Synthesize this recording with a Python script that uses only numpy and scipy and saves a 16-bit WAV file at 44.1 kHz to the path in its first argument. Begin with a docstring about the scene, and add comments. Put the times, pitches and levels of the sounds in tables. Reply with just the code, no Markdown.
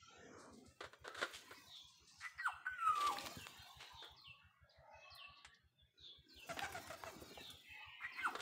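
"""Pigeons in a netted yard. Throughout: a slow one-cylinder engine thuds far off, small birds chirp,
walls echo. First a pigeon pushes into a plastic feed jar and scuffs about. From 2.2 s a near bird
gives rasps, a slur and a long falling whistle. Near 3 s and 6.5 s two pigeons fly up and land:
feathers swish, wings clap, and in the second flight hard downstrokes buzz. Between the flights,
beaks and claws tick on grain. At 8 s the near bird rasps and slurs again."""
import sys
import numpy as np
from scipy import signal
from scipy.fft import rfft, irfft, next_fast_len
from scipy.io import wavfile
from scipy.ndimage import uniform_filter1d

SR = 44100
rng = np.random.default_rng(int(sys.argv[2]) if len(sys.argv) > 2 else 0)


def master(y):
    """Save y as 16-bit WAV."""
    cut = np.clip(np.atleast_2d(y).T, -1, 1)
    pcm = np.round(cut * 32767)  # scale
    wavfile.write(sys.argv[1], SR, pcm.astype(np.int16))


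N = 370881
BAND_LIMIT_HZ = 15700

WALL_ECHOES = [(0.012, 1), (0.021, -13), (.031, -24)]  # delay/s, relative level/dB
SUPPRESSOR_THRESHOLD = [(150, -122), (400, -114), (1500, -113), (4000, -114), (8000, -123), (15000, -128)]  # f/Hz, density/dB
CALM_SPECTRUM = [(70, -109), (130, -110), (250, -117), (750, -121), (2000, -120), (3700, -126),
                 (6000, -137), (9000, -150)]  # still yard: f/Hz, density/dB
# pigeons stir: t/s, hold/s, air level/dB, plumage level/dB, air fade/(dB/s), plumage fade/(dB/s)
FLURRIES = [(0.25, 0.19, -68.5, -108, 123, 60), (0.58, 0.51, -79, -83, 59.5, 60),
            (1.268, 0.33, -75.5, -71, 44, 42), (1.99, 0.59, -90.5, -83.5, 66, 88),
            (3.014, 0.28, -63, -63, 64, 23), (6.522, 0.14, -67.5, -64.5, 29, 14.5),
            (7.06, 0.36, -68, -69.5, 67, 54), (8.267, 0.12, -63.5, -69.5, 69, 58)]
AIR_SPECTRUM = [(70, 7.5), (130, 1), (300, 6), (700, -0.5), (1300, -13.5), (2200, -37.5), (5000, -46.5)]  # stirred air: f/Hz, relative level/dB
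BRUSH_SPECTRUM = [(300, -10.5), (900, 2.5), (2000, 1.5), (3600, -2), (6300, -2.5), (7300, -2), (9000, -42)]  # soft brush of plumage: f/Hz, relative level/dB
ENGINE_RATE = [(0.0, 6.046), (1.6, 6.023), (2.5, 5.64), (4.0, 5.778), (4.8, 6.068), (5.8, 5.46),
               (7.4, 6.174), (8.4, 5.537)]  # t/s, firing rate/Hz
ENGINE_LEVEL = [(0, -69.5), (.8, -61.5), (1.8, -70), (3.2, -59.5), (4.6, -63.5), (5.8, -66.5), (6.8, -58.5),
                (8.4, -68.5)]  # t/s, base level/dB

CHATTER = [(0, 0.39, 6550, -76.5), (0, 0.18, 3350, -74.5), (0.175, 0.17, 1840, -77.5),
           (1.572, 0.73, 5260, -76), (2.75, 0.48, 2430, -64.5), (3.597, 0.35, 3390, -70.5),
           (3.954, 0.072, 5460, -80.5), (3.637, 0.51, 930, -78.5), (4.635, 0.9, 1670, -81),
           (5.006, 0.058, 5170, -79.5), (4.76, 0.59, 738, -76.5), (5.014, 0.53, 3380, -78),
           (6.009, 0.042, 5620, -85.5), (6.133, 0.11, 322, -76.5), (6.457, 0.044, 303, -66.5),
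           (7.56, 0.89, 3380, -75.5), (7.713, 0.575, 2360, -64), (7.822, 0.5, 930, -73)]  # hoarse far birds: t/s, hold/s, centre f/Hz, level/dB
FAR_CALLS = [(0, 0.16, 1354, 1383, -66.5), (0.632, 0.044, 1300, 1330, -78), (1.08, 0.053, 1317, 1300, -61),
             (3.877, 0.187, 1033, 813, -68.5), (4.209, 0.17, 1088, 1153, -73),
             (4.412, 0.045, 1414, 1480, -69.5), (4.7, 0.343, 667.4, 594, -73.5),
             (4.978, 0.45, 1115, 1150, -68.5), (5.773, .06, 3680, 3200, -77),
             (4.911, 0.21, 2552, 2618, -69.5), (7.748, 0.088, 854, 878, -66), (7.72, 0.26, 1850, 1872, -71),
             (7.75, 0.29, 2454, 2470, -70)]  # thin calls: t/s, length/s, start f/Hz, end f/Hz, level/dB
CHIRPS = [(1.661, -57.5), (3.919, -59.5), (5.972, -59), (7.375, -56.5)]  # hoarse chirps: t/s, level/dB
SONGS = [(2.378, -58.5), (3.3, -58.5), (4.166, -58.5), (5.104, -56), (6.287, -59), (7.262, -60.5),
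         (8.122, -58.5)]  # small bird's phrases: t/s, base level/dB
# notes of a phrase: delay/s, length/s, start f/Hz, target f/Hz, relative level/dB, roughness/0-1
SONG_NOTES = [(0, 0.05, 5520, 4090, -8.5, 0.1), (0.074, .078, 3887, 2638, -4.5, 0.2)]
OVERTONES = [(1500, -17), (2800, -27.5), (4000, -36), (6000, -49), (8300, -25.5), (9400, -35.5),
             (12000, -55), (14500, -36.5)]  # bird voice: f/Hz, relative level/dB
# near bird's rasps: tip t/s, climb/s, start f/Hz, tip f/Hz, level/dB, tip roughness/0-1
RASPS = [(2.264, 0.06, 1843, 1976, -45, 0.16), (2.403, 0.026, 1910, 1917, -44, 0),
         (2.67, 0.018, 1204, 1510, -39.5, 0), (8.052, .05, 1170, 1928, -45.5, 0.38),
         (8.199, 0.042, 1933, 2083, -46, 0.2)]
SLURS = [(2.475, -34.5), (8.268, -34)]  # near bird's slurs: drop t/s, level/dB
WHISTLE = [(2.681, 1525, -48.5), (2.768, 1483, -57.5), (2.794, 1366, -48.5), (2.846, 1319, -41.5),
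           (2.875, 1282, -30), (2.932, 1203, -43.5), (3.0, 1166, -43.5), (3.084, 1171, -37.5),
           (3.115, 810, -47.5), (3.189, 797, -54)]  # near bird's long whistle: t/s, f/Hz, level/dB

RUSTLE_SPECTRUM = [(5000, -23.5), (7300, -2.5), (8500, 0.5), (10500, -3), (13000, -2), (15500, 2.5)]  # fine crackle of plumage: f/Hz, relative level/dB
JAR_RUBS = [(0.071, 0.18, 877, 686, 131, -70.5), (0.059, 0.47, 450, 472.4, 170, -65),
            (0.191, 0.18, 269.5, 219, 110, -66.5), (0.251, 0.33, 1493, 987, 694, -64),
            (0.419, 0.3, 248.7, 244, 92, -63.5), (0.497, 0.18, 444, 381, 120, -69)]  # hollow rustle: t/s, length/s, start f/Hz, end f/Hz, width/Hz, level/dB
SCUFFS = [(.805, -45, 0.0027, 0.018, -1.5), (.836, -48.5, 0.007, 0.018, -1),
          (.932, -53, 0.0012, 0.0098, -1), (1.042, -52.5, 0.0042, 0.067, -2),
          (1.078, -44, 0.0019, 0.0049, -1.5), (1.146, -48.5, 0.00058, 0.021, 1),
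          (1.165, -48.5, 0.028, 0.064, 1.5), (1.215, -36, .001, 0.011, -1.5),
          (1.227, -34, 0.00062, 0.013, -1.5), (1.507, -50.5, 0.0037, 0.014, -1.5),
          (4.022, -55, 0.0044, 0.034, -1), (8.35, -41, 0.0033, 0.0086, -1),
          (8.388, -48.5, 0.0052, 0.017, -0.5)]  # on jar and ground: t/s, level/dB, rise/s, decay/s, tilt/(dB/oct)
SCUFF_SPECTRUM = [(71, -74), (120, -53), (230, -20.5), (360, -5), (423, 0), (881, -10.5), (1190, 1),
                  (1300, -6), (1410, 2.5), (2030, -6), (2490, -13), (3730, -6.5), (5490, -21), (7610, -19),
                  (15500, -46)]  # f/Hz, relative level/dB
SCRATCHES = [(.372, -66, 0.032, 0.063, 2.5), (.52, -69.5, 0.012, 0.072, 0),
             (.655, -69.5, 0.0063, 0.069, 2.5), (1.75, -65.5, 0.0073, .025, -7),
             (1.875, -68, 0.0089, 0.053, -2), (2.072, -64, 0.0059, 0.063, -4.5),
             (2.175, -60.5, 0.039, 0.0258, -3), (4.7, -72, 0.011, 0.07, -18), (5.35, -70, 0.032, .02, -20)]  # claws on grit: t/s, level/dB, rise/s, decay/s, tilt/(dB/oct)
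SCRATCH_SPECTRUM = [(2600, -27), (4000, 2), (6500, -2.5), (8300, -1), (10500, -17.5), (15500, -30)]  # f/Hz, relative level/dB
GRAIN_TICKS = [(1.079, -43, 0.00058, 1500, 5430), (1.495, -65, 0.0017, 7000, 14400),
               (1.684, -64, 0.0012, 7400, 14500), (4.694, -65.5, 0.007, 4500, 5000),
               (5.15, -63.5, 0.013, 8500, 15200), (5.447, -52, 0.012, 910, 3650),
               (5.448, -63, 0.012, 7300, 8500), (5.545, -67.5, 0.012, 3520, 5400)]  # t/s, level/dB, decay/s, low f/Hz, high f/Hz
DOWNSTROKES = [(6.49, -44.5, 0.037, 683), (6.618, -42.5, 0.049, 770), (6.745, -47, 0.046, 701),
               (6.899, -48, 0.026, 646), (6.927, -51.5, 0.027, 672), (7.057, -51.5, 0.05, 654)]  # t/s, level/dB, length/s, buzz f/Hz
BUZZ_HARMONICS = [2.5, -1.5, -6.5, -16, -15, -16]  # feather buzz, fundamental first: relative level/dB
RUSH_SPECTRUM = [(90, 6.5), (300, 0), (700, -3.5), (1600, 2.5), (2600, -6.5), (4200, -14), (8000, -10),
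                 (15500, -51)]  # air of a downstroke: f/Hz, relative level/dB
SWISHES = [(1.32, -50.5, 0.029, 0.037, -2), (2.205, -63.5, 0.046, 0.048, 0.5),
           (2.95, -53, 0.0063, 0.08, -4), (3.003, -46, 0.0039, 0.053, -6),
           (3.062, -41.5, 0.0099, 0.0089, -4), (3.11, -50.5, 0.022, 0.0092, -1),
           (3.2, -53.5, 0.0088, 0.037, 0), (3.245, -49.5, 0.012, 0.012, -7.5),
           (3.405, -60, 0.012, 0.0055, 14), (3.468, -47, 0.00084, 0.0035, -5),
           (3.79, -54.5, 0.024, 0.052, -7), (6.723, -51, 0.0024, 0.0079, 18),
           (6.872, -55, 0.0012, 0.0073, 5), (7.5, -56, 0.0054, 0.01, 16), (8.402, -47.5, 0.0036, 0.012, -2)]  # feathers in air: t/s, level/dB, rise/s, decay/s, tilt/(dB/oct)
SWISH_SPECTRUM = [(200, -36.5), (700, -10.5), (1800, -3.5), (3400, 5), (5500, -2.5), (8000, -1.5),
                  (11000, -10), (15500, -25)]  # f/Hz, relative level/dB
WING_CLAPS = [(3.008, -43, 0.0042, 2920, 4120), (3.069, -46, 0.0029, 3200, 7400),
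              (3.169, -43.5, 0.0042, 1120, 1900), (3.185, -37, 0.0021, 3580, 4560),
              (3.262, -41, 0.0016, 2000, 4960), (3.2695, -40, 0.0034, 900, 4890),
              (3.366, -44, 0.0076, 88, 281), (6.569, -46.5, 0.02, 170, 1560),
              (6.592, -34.5, 0.0031, 1220, 3050), (6.724, -51, 0.0081, 700, 2480),
              (6.874, -55.5, 0.013, 985, 2120), (7.0363, -37.5, 0.0025, 610, 1460),
              (7.16, -53, 0.018, 167, 310), (7.215, -49.5, 0.013, 225, 500), (7.31, -54, .014, 160, 390),
              (7.375, -44, 0.0031, 480, 850), (7.409, -52, 0.0071, 166, 398)]  # t/s, level/dB, decay/s, low f/Hz, high f/Hz


def amp(db):
    """Decibels to gain."""
    return 10 ** (np.asarray(db) / 20)


def unit(x):
    """Scale to rms 1."""
    return x / np.sqrt(np.mean(x ** 2) + 1e-20)


def add(mix, at_s, sound):
    """Add a sound into the mix."""
    part = mix[max(round(at_s * SR), 0):][:len(sound)]
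    part += sound[:len(part)]


def spectrum_db(spectrum, hz):
    """Interpolate a spectrum over log frequency."""
    points_hz, db = np.transpose(spectrum)
    return np.interp(np.log(hz + 1), np.log(points_hz), db)


def swell_db(t, at_s, hold_s, rise_db_per_s, fade_db_per_s):
    """Rise to 0 dB at at_s, hold, fade."""
    return -rise_db_per_s * np.maximum(at_s - t, 0) - fade_db_per_s * np.maximum(t - at_s - hold_s, 0)


def colour(x, spectrum, tilt_db_per_oct):
    """Filter by a tilted spectrum; 28 dB/oct roll-off below its first point."""
    size = next_fast_len(len(x) + 1024)
    octave = np.log2(np.fft.rfftfreq(size, 1 / SR) + 1)
    hz, db = np.transpose(spectrum)
    above_oct = octave - np.log2(hz[0])
    slope_db = np.where(above_oct > 0, tilt_db_per_oct, 28) * above_oct
    gain = amp(np.interp(octave, np.log2(hz), db) + slope_db)
    return irfft(rfft(x, size) * gain, size)[:len(x)]


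def drift(count, *windows):
    """Slow noise, rms 1, smoothed by moving averages; windows in samples."""
    noise = rng.standard_normal(count)
    for size in windows:
        noise = uniform_filter1d(noise, size)
    return unit(noise)


def band_noise(hz, width_hz):
    """Narrow noise band following the curve hz."""
    pole = np.exp(-np.pi * abs(width_hz) / SR)
    white = rng.standard_normal(len(hz)) + 1j * rng.standard_normal(len(hz))
    baseband = signal.lfilter([1], [1, -2 * pole, pole * pole], white)
    return unit((baseband * np.exp(2j * np.pi * np.cumsum(hz) / SR)).real)


def crackle(count, grain_db):
    """Dense, uneven snaps, as of barbs sliding over each other."""
    sizes = np.repeat(np.minimum(rng.exponential(1, count // 16 + 1), 5), 16)[:count]
    return unit(rng.standard_normal(count) * amp(grain_db * sizes))


def echoes(x, walls_db, tail_db, t60_s):
    """Direct sound, single wall echoes, scattered tail."""
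    t = np.arange(SR) / SR
    scatter = rng.standard_normal(SR) * (rng.random(SR) < 2000 / SR)
    scatter = scatter * (t > .015) * amp(-60 * t / t60_s)
    response = amp(tail_db) * scatter / np.linalg.norm(scatter)
    response[0] = 1
    for delay_s, db in WALL_ECHOES:
        response[round(delay_s * SR)] += amp(db + walls_db)
    return signal.fftconvolve(x, response)[:N]


def flurry_power(t, air_rise_db_per_s=109, plumage_rise_db_per_s=76):
    """Power of stirred air and plumage: each flurry builds, holds, settles."""
    air, plumage = 0, 0
    for at_s, hold_s, air_db, plumage_db, air_fade, plumage_fade in FLURRIES:
        air += amp(air_db + swell_db(t, at_s, hold_s, air_rise_db_per_s, air_fade)) ** 2
        plumage += amp(plumage_db + swell_db(t, at_s, hold_s, plumage_rise_db_per_s, plumage_fade)) ** 2
    return air, plumage


def yard_air(patch_db=11, flicker_db=1, chatter_width_oct=0.3):
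    """Calm air, the wash of each flurry and far chatter, broken into drifting streaks."""
    hz, t, bins = signal.stft(rng.standard_normal(N), SR, nperseg=1024, noverlap=768)
    air, plumage = flurry_power(t)
    layers = [(amp(spectrum_db(AIR_SPECTRUM, hz)) ** 2, air),
              (amp(spectrum_db(BRUSH_SPECTRUM, hz)) ** 2, plumage)]
    for at_s, hold_s, centre_hz, db in CHATTER:
        offset_oct = np.log2((hz + 1) / centre_hz)
        band = np.exp(-.5 * (offset_oct / chatter_width_oct) ** 4) / (1 + (hz / 7000) ** 30)
        level_db = db + swell_db(t, at_s, hold_s, rise_db_per_s=126, fade_db_per_s=112)
        layers.append((band, amp(level_db) ** 2))
    density = sum(np.outer(band / (band.sum() * hz[1]), power) for band, power in layers)
    density += amp(spectrum_db(CALM_SPECTRUM, hz))[:, None] ** 2
    density /= 1 + (70 / (hz[:, None] + 1)) ** 8  # low cut
    patches = uniform_filter1d(rng.standard_normal(bins.shape), size=3, axis=0)
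    patches = unit(uniform_filter1d(patches, size=20, axis=1))
    depth_db = patch_db * (hz + 100) / (hz + 300) / (1 + hz / 9000)  # smoother bass and top
    streaks_db = depth_db[:, None] * np.minimum(patches, 1.9) + flicker_db * rng.standard_normal(len(t))
    gain = np.sqrt(density * SR / 2) * amp(streaks_db)
    return signal.istft(bins * gain, nperseg=1024, noverlap=768)[1][:N]


def engine(thud_hz=80, width_s=0.011, uneven_db=2, rumble_db=-9, rumble_hz=125, rumble_decay_s=0.034):
    """Each firing: a soft thud of about two cycles, trailed by scattered rumble."""
    clock_s = np.arange(.025, N / SR, 1 / SR)
    cycles = np.cumsum(np.interp(clock_s, *np.transpose(ENGINE_RATE))) / SR
    lead = SR // 20
    t = np.arange(-lead, SR // 5) / SR
    thud_shape = np.exp(-.5 * (t / width_s) ** 2)
    rumble_shape = np.clip(t / width_s + 1, 0, 1) * np.exp(-abs(t) / rumble_decay_s)
    out = np.zeros(N + SR)
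    for at_s in np.interp(np.arange(cycles[-1]), cycles, clock_s):
        hz = thud_hz * rng.uniform(0.83, 1.18)
        thud = thud_shape * np.cos(2 * np.pi * (hz * t + rng.uniform(-0.014, 0.39)))
        rumble = rumble_shape * band_noise(np.full(len(t), rumble_hz), width_hz=34.7)
        db = np.interp(at_s, *np.transpose(ENGINE_LEVEL)) + uneven_db * rng.uniform(0.18, 1)
        add(out, at_s, amp(db) * (thud + amp(rumble_db) * rumble))
    return out[lead:][:N]


def far_calls(width_hz=45):
    """Distance leaves one wavering, blurred partial of each bird call."""
    out = np.zeros(N)
    for at_s, length_s, start_hz, end_hz, db in FAR_CALLS:
        hz = np.linspace(start_hz, end_hz, int(length_s * SR))
        tone = unit(np.sin(2 * np.pi * np.cumsum(hz) / SR) + .75 * band_noise(hz, width_hz))
        add(out, at_s, amp(db) * tone * signal.windows.tukey(len(hz), .5))
    return out


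def chirps(length_s=0.15, start_hz=4000, end_hz=3258, rise_db=6,
           width_hz=420, upper_hz=4200, upper_db=-10.5):
    """A thin falling whistle swells, frays into a rasp and clears as it stops."""
    out = np.zeros(N)
    u = np.linspace(0, 1, int(length_s * SR))
    hz = start_hz + (end_hz - start_hz) * u
    tone = np.sin(2 * np.pi * np.cumsum(hz) / SR)
    hoarseness = np.sin(np.pi * u ** 1.23)
    envelope = amp(rise_db * (u - 1)) * signal.windows.tukey(len(u), .16)
    for at_s, db in CHIRPS:
        whistle = (1 - hoarseness) * tone + hoarseness * band_noise(hz, width_hz)
        upper = amp(upper_db) * hoarseness * band_noise(np.full(len(u), upper_hz), width_hz)
        add(out, at_s, amp(db) * envelope * (whistle + upper))
    return out


def bird_note(hz, db, roughness, overtone_db, width_hz=750, jitter=.007, shimmer_db=0.93):
    """Whistle with weak, breathy overtones; roughness turns it into a rasp at the same pitch."""
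    waver = drift(len(hz), 110, 60)
    phase = 2 * np.pi * np.cumsum(hz * (1 + jitter * waver)) / SR
    voice = np.zeros(len(hz))
    for k in range(1, 12):
        partial_db = overtone_db + np.interp(k * hz, *np.transpose(OVERTONES))
        gain = 1 if k == 1 else amp(partial_db) * (k * hz < BAND_LIMIT_HZ)
        noisy = np.clip(roughness + 0.078 * (k - 1), 0, 1)  # higher overtones are less pure
        partial = (1 - noisy) * np.sqrt(2) * np.sin(k * phase) + noisy * band_noise(k * hz, width_hz)
        voice += gain * partial / np.hypot(noisy, 1 - noisy)
    return amp(db + shimmer_db * waver) * voice * signal.windows.tukey(len(hz), .04)


def small_bird(edge_db=-2):
    """Repeated two-note phrase; each note swells and fades as its pitch falls and levels out."""
    out = np.zeros(N)
    for at_s, db in SONGS:
        for delay_s, length_s, start_hz, target_hz, note_db, roughness in SONG_NOTES:
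            u = np.linspace(0, 1, int(length_s * SR))
            hz = target_hz + (start_hz - target_hz) * np.exp(-4.5 * u)
            level_db = db + note_db + edge_db * (2 * u - 1) ** 2
            add(out, at_s + delay_s, bird_note(hz, level_db, roughness, overtone_db=-3.5, width_hz=394))
    return out


def rasps(rise_db=17.5, tail_s=0.02, start_roughness=0.85, hoarse_hz=1324, hoarse_db=-10.5, low_hz=850):
    """Near bird: rasps clear as they climb, over a hoarse undertone; little sounds below the low cut."""
    out = np.zeros(N)
    highpass = signal.butter(4, low_hz, "highpass", fs=SR, output="sos")
    for tip_s, climb_s, start_hz, tip_hz, db, tip_roughness in RASPS:
        t = np.arange(-climb_s, tail_s, 1 / SR)
        remaining = np.maximum(-t / climb_s, 0)
        hz = tip_hz + (start_hz - tip_hz) * remaining ** 2
        level_db = db + swell_db(t, 0, 0, rise_db / climb_s, fade_db_per_s=896.5)
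        roughness = tip_roughness + (start_roughness - tip_roughness) * np.sqrt(remaining)
        voice = bird_note(hz, level_db, roughness, overtone_db=-3)
        undertone = signal.windows.hann(len(t)) * band_noise(np.full(len(t), hoarse_hz), width_hz=280)
        add(out, tip_s - climb_s, signal.sosfilt(highpass, voice + amp(db + hoarse_db) * undertone))
    return out


def slurs(high_hz=1558, low_hz=700.5, drop_s=0.0075, half_s=0.057, peak_lead_s=0.0098):
    """Near bird: a held pitch drops fast, loudest just before the drop."""
    out = np.zeros(N)
    t = np.arange(-half_s, half_s, 1 / SR)
    hz = low_hz + (high_hz - low_hz) / (1 + np.exp(t / drop_s))
    shape_db = swell_db(t, -peak_lead_s, 0, rise_db_per_s=512, fade_db_per_s=599.5)
    for at_s, db in SLURS:
        add(out, at_s - half_s, bird_note(hz, db + shape_db, roughness=0.022, overtone_db=2))
    return out


def long_whistle():
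    """Near bird: one whistle sinking step by step."""
    out = np.zeros(N)
    times_s, hz, db = np.transpose(WHISTLE)
    t = np.arange(times_s[0], times_s[-1], 1 / SR)
    voice = bird_note(np.interp(t, times_s, hz), np.interp(t, times_s, db), 0.0304, overtone_db=-3)
    add(out, times_s[0], voice)
    return out


def plumage_rustle(flutter_db=3, gain_db=-.5):
    """Fine feather crackle fluttering through each flurry."""
    flutter = drift(N, 600, 300)
    t = np.arange(N) / SR
    power = np.interp(t, t[::128], flurry_power(t[::128])[1])
    barbs = unit(colour(crackle(N, grain_db=2), RUSTLE_SPECTRUM, tilt_db_per_oct=0))
    return np.sqrt(power) * amp(gain_db + flutter_db * flutter) * barbs


def jar_rustle(flutter_db=1):
    """A pigeon pushes into the jar: soft rubbing in broad, overlapping resonances."""
    out = np.zeros(N)
    for at_s, length_s, start_hz, end_hz, width_hz, db in JAR_RUBS:
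        hz = np.linspace(start_hz, end_hz, int(length_s * SR))
        envelope = amp(db - flutter_db * drift(len(hz), 900)) * signal.windows.tukey(len(hz), .8)
        lowpass = signal.butter(4, start_hz + width_hz, fs=SR, output="sos")
        add(out, at_s, envelope * unit(signal.sosfilt(lowpass, band_noise(hz, width_hz))))
    return out


def strokes(rows, spectrum, grain_db):
    """Bursts of crackle: linear rise, exponential decay."""
    out = np.zeros(N)
    for at_s, db, rise_s, decay_s, tilt_db_per_oct in rows:
        t = np.arange(int((rise_s + 7 * decay_s) * SR) + 256) / SR
        envelope = np.minimum(t / rise_s, 1) * np.exp(-np.maximum(t - rise_s, 0) / decay_s)
        friction = unit(colour(crackle(len(t), grain_db), spectrum, tilt_db_per_oct))
        add(out, at_s, amp(db) * envelope * friction)
    return out


def knocks(rows, crack_db, crack_s):
    """Sudden bursts ringing in one band; the brighter the band, the harder the first crack."""
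    out = np.zeros(N)
    t = np.arange(SR // 10) / SR
    for at_s, db, decay_s, low_hz, high_hz in rows:
        fade = np.exp(-t / decay_s)
        bandpass = signal.butter(2, [low_hz, high_hz], "bandpass", fs=SR)
        ring = signal.lfilter(*bandpass, fade * rng.standard_normal(len(t)))
        ring *= np.linalg.norm(fade) / np.linalg.norm(ring)
        crack = amp(crack_db) * high_hz / (SR / 2) * np.exp(-t / crack_s) * rng.standard_normal(len(t))
        add(out, at_s, amp(db) * (ring + crack))
    return out


def feeding():
    """Feet and feathers scuff jar and ground, claws scratch grit, beaks and claws tick on grain."""
    scuffs = strokes(SCUFFS, SCUFF_SPECTRUM, grain_db=0.5)
    scratches = strokes(SCRATCHES, SCRATCH_SPECTRUM, grain_db=2.5)
    return scuffs + scratches + knocks(GRAIN_TICKS, crack_db=-13, crack_s=.0005)


def feather_buzz(width_hz=35, sag=0.121, rush_db=-5, roughness=0.58):
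    """Hard downstrokes: flight feathers flutter at a rough, sagging pitch in a rush of air."""
    out = np.zeros(N)
    for at_s, db, length_s, mid_hz in DOWNSTROKES:
        u = np.linspace(0, 1, int(length_s * SR))
        hz = mid_hz * (1 + sag * (.5 - u))
        phase = 2 * np.pi * np.cumsum(hz) / SR
        buzz = np.zeros(len(u))
        for k, harmonic_db in enumerate(BUZZ_HARMONICS, 1):
            harmonic = np.sin(k * phase) / k + roughness * band_noise(k * hz, k * width_hz)
            buzz += amp(harmonic_db) * unit(harmonic)
        rush = unit(colour(crackle(len(u), grain_db=3.5), RUSH_SPECTRUM, tilt_db_per_oct=0.44))
        envelope = np.sin(np.pi * u ** 0.66) ** 0.36
        add(out, at_s, amp(db) * envelope * unit(unit(buzz) + amp(rush_db) * rush))
    return out


def wings():
    """Feathers buzz and swish; wings clap together or thump the air."""
    feathers = feather_buzz() + strokes(SWISHES, SWISH_SPECTRUM, grain_db=3)
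    return feathers + knocks(WING_CLAPS, crack_db=8, crack_s=.0012)


def scene():
    """Pigeons close by, other birds around, engine and air behind. Mono."""
    flights, feed = wings(), feeding()
    far_birds = small_bird() + chirps() + far_calls()
    mix = echoes(flights, walls_db=-14, tail_db=-11.5, t60_s=0.97)
    mix += echoes(feed, walls_db=-14, tail_db=-16, t60_s=0.55)
    mix += echoes(rasps() + slurs() + long_whistle(), walls_db=-7.5, tail_db=-11.5, t60_s=0.59)
    mix += echoes(far_birds, walls_db=-3, tail_db=-0.5, t60_s=0.61)
    return (mix + jar_rustle() + engine() + yard_air() + plumage_rustle())[None]


def suppress_noise(x, depth_db=9, knee_db=3.5):
    """Turn each narrow band down while faint; quiet sounds come and go in streaks."""
    hz, _, bins = signal.stft(x, SR, nperseg=1024, noverlap=768)
    power = uniform_filter1d(uniform_filter1d(abs(bins) ** 2, size=3, axis=0), size=9, axis=1)
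    density_db = 10 * np.log10(abs(power) * 1024 / (.75 * SR) + 1e-20)
    over_db = density_db - spectrum_db(SUPPRESSOR_THRESHOLD, hz)[:, None]
    gain = amp(depth_db * (np.tanh(over_db / knee_db) - 1) / 2)
    return signal.istft(bins * gain, nperseg=1024, noverlap=768)[1][:N]


def record(dry, low_cut_hz=50, hiss_db=-96):
    """Low cut, noise suppression, faint hiss, band limit."""
    sound = signal.lfilter(*signal.butter(3, low_cut_hz, "highpass", fs=SR), dry[0])
    sound = suppress_noise(sound) + amp(hiss_db) * rng.standard_normal(N)
    lowpass = signal.firwin(511, BAND_LIMIT_HZ, window=("kaiser", 9), fs=SR)
    return signal.oaconvolve(sound, lowpass, "same")[None]


dry = scene()
out = record(dry)
master(out)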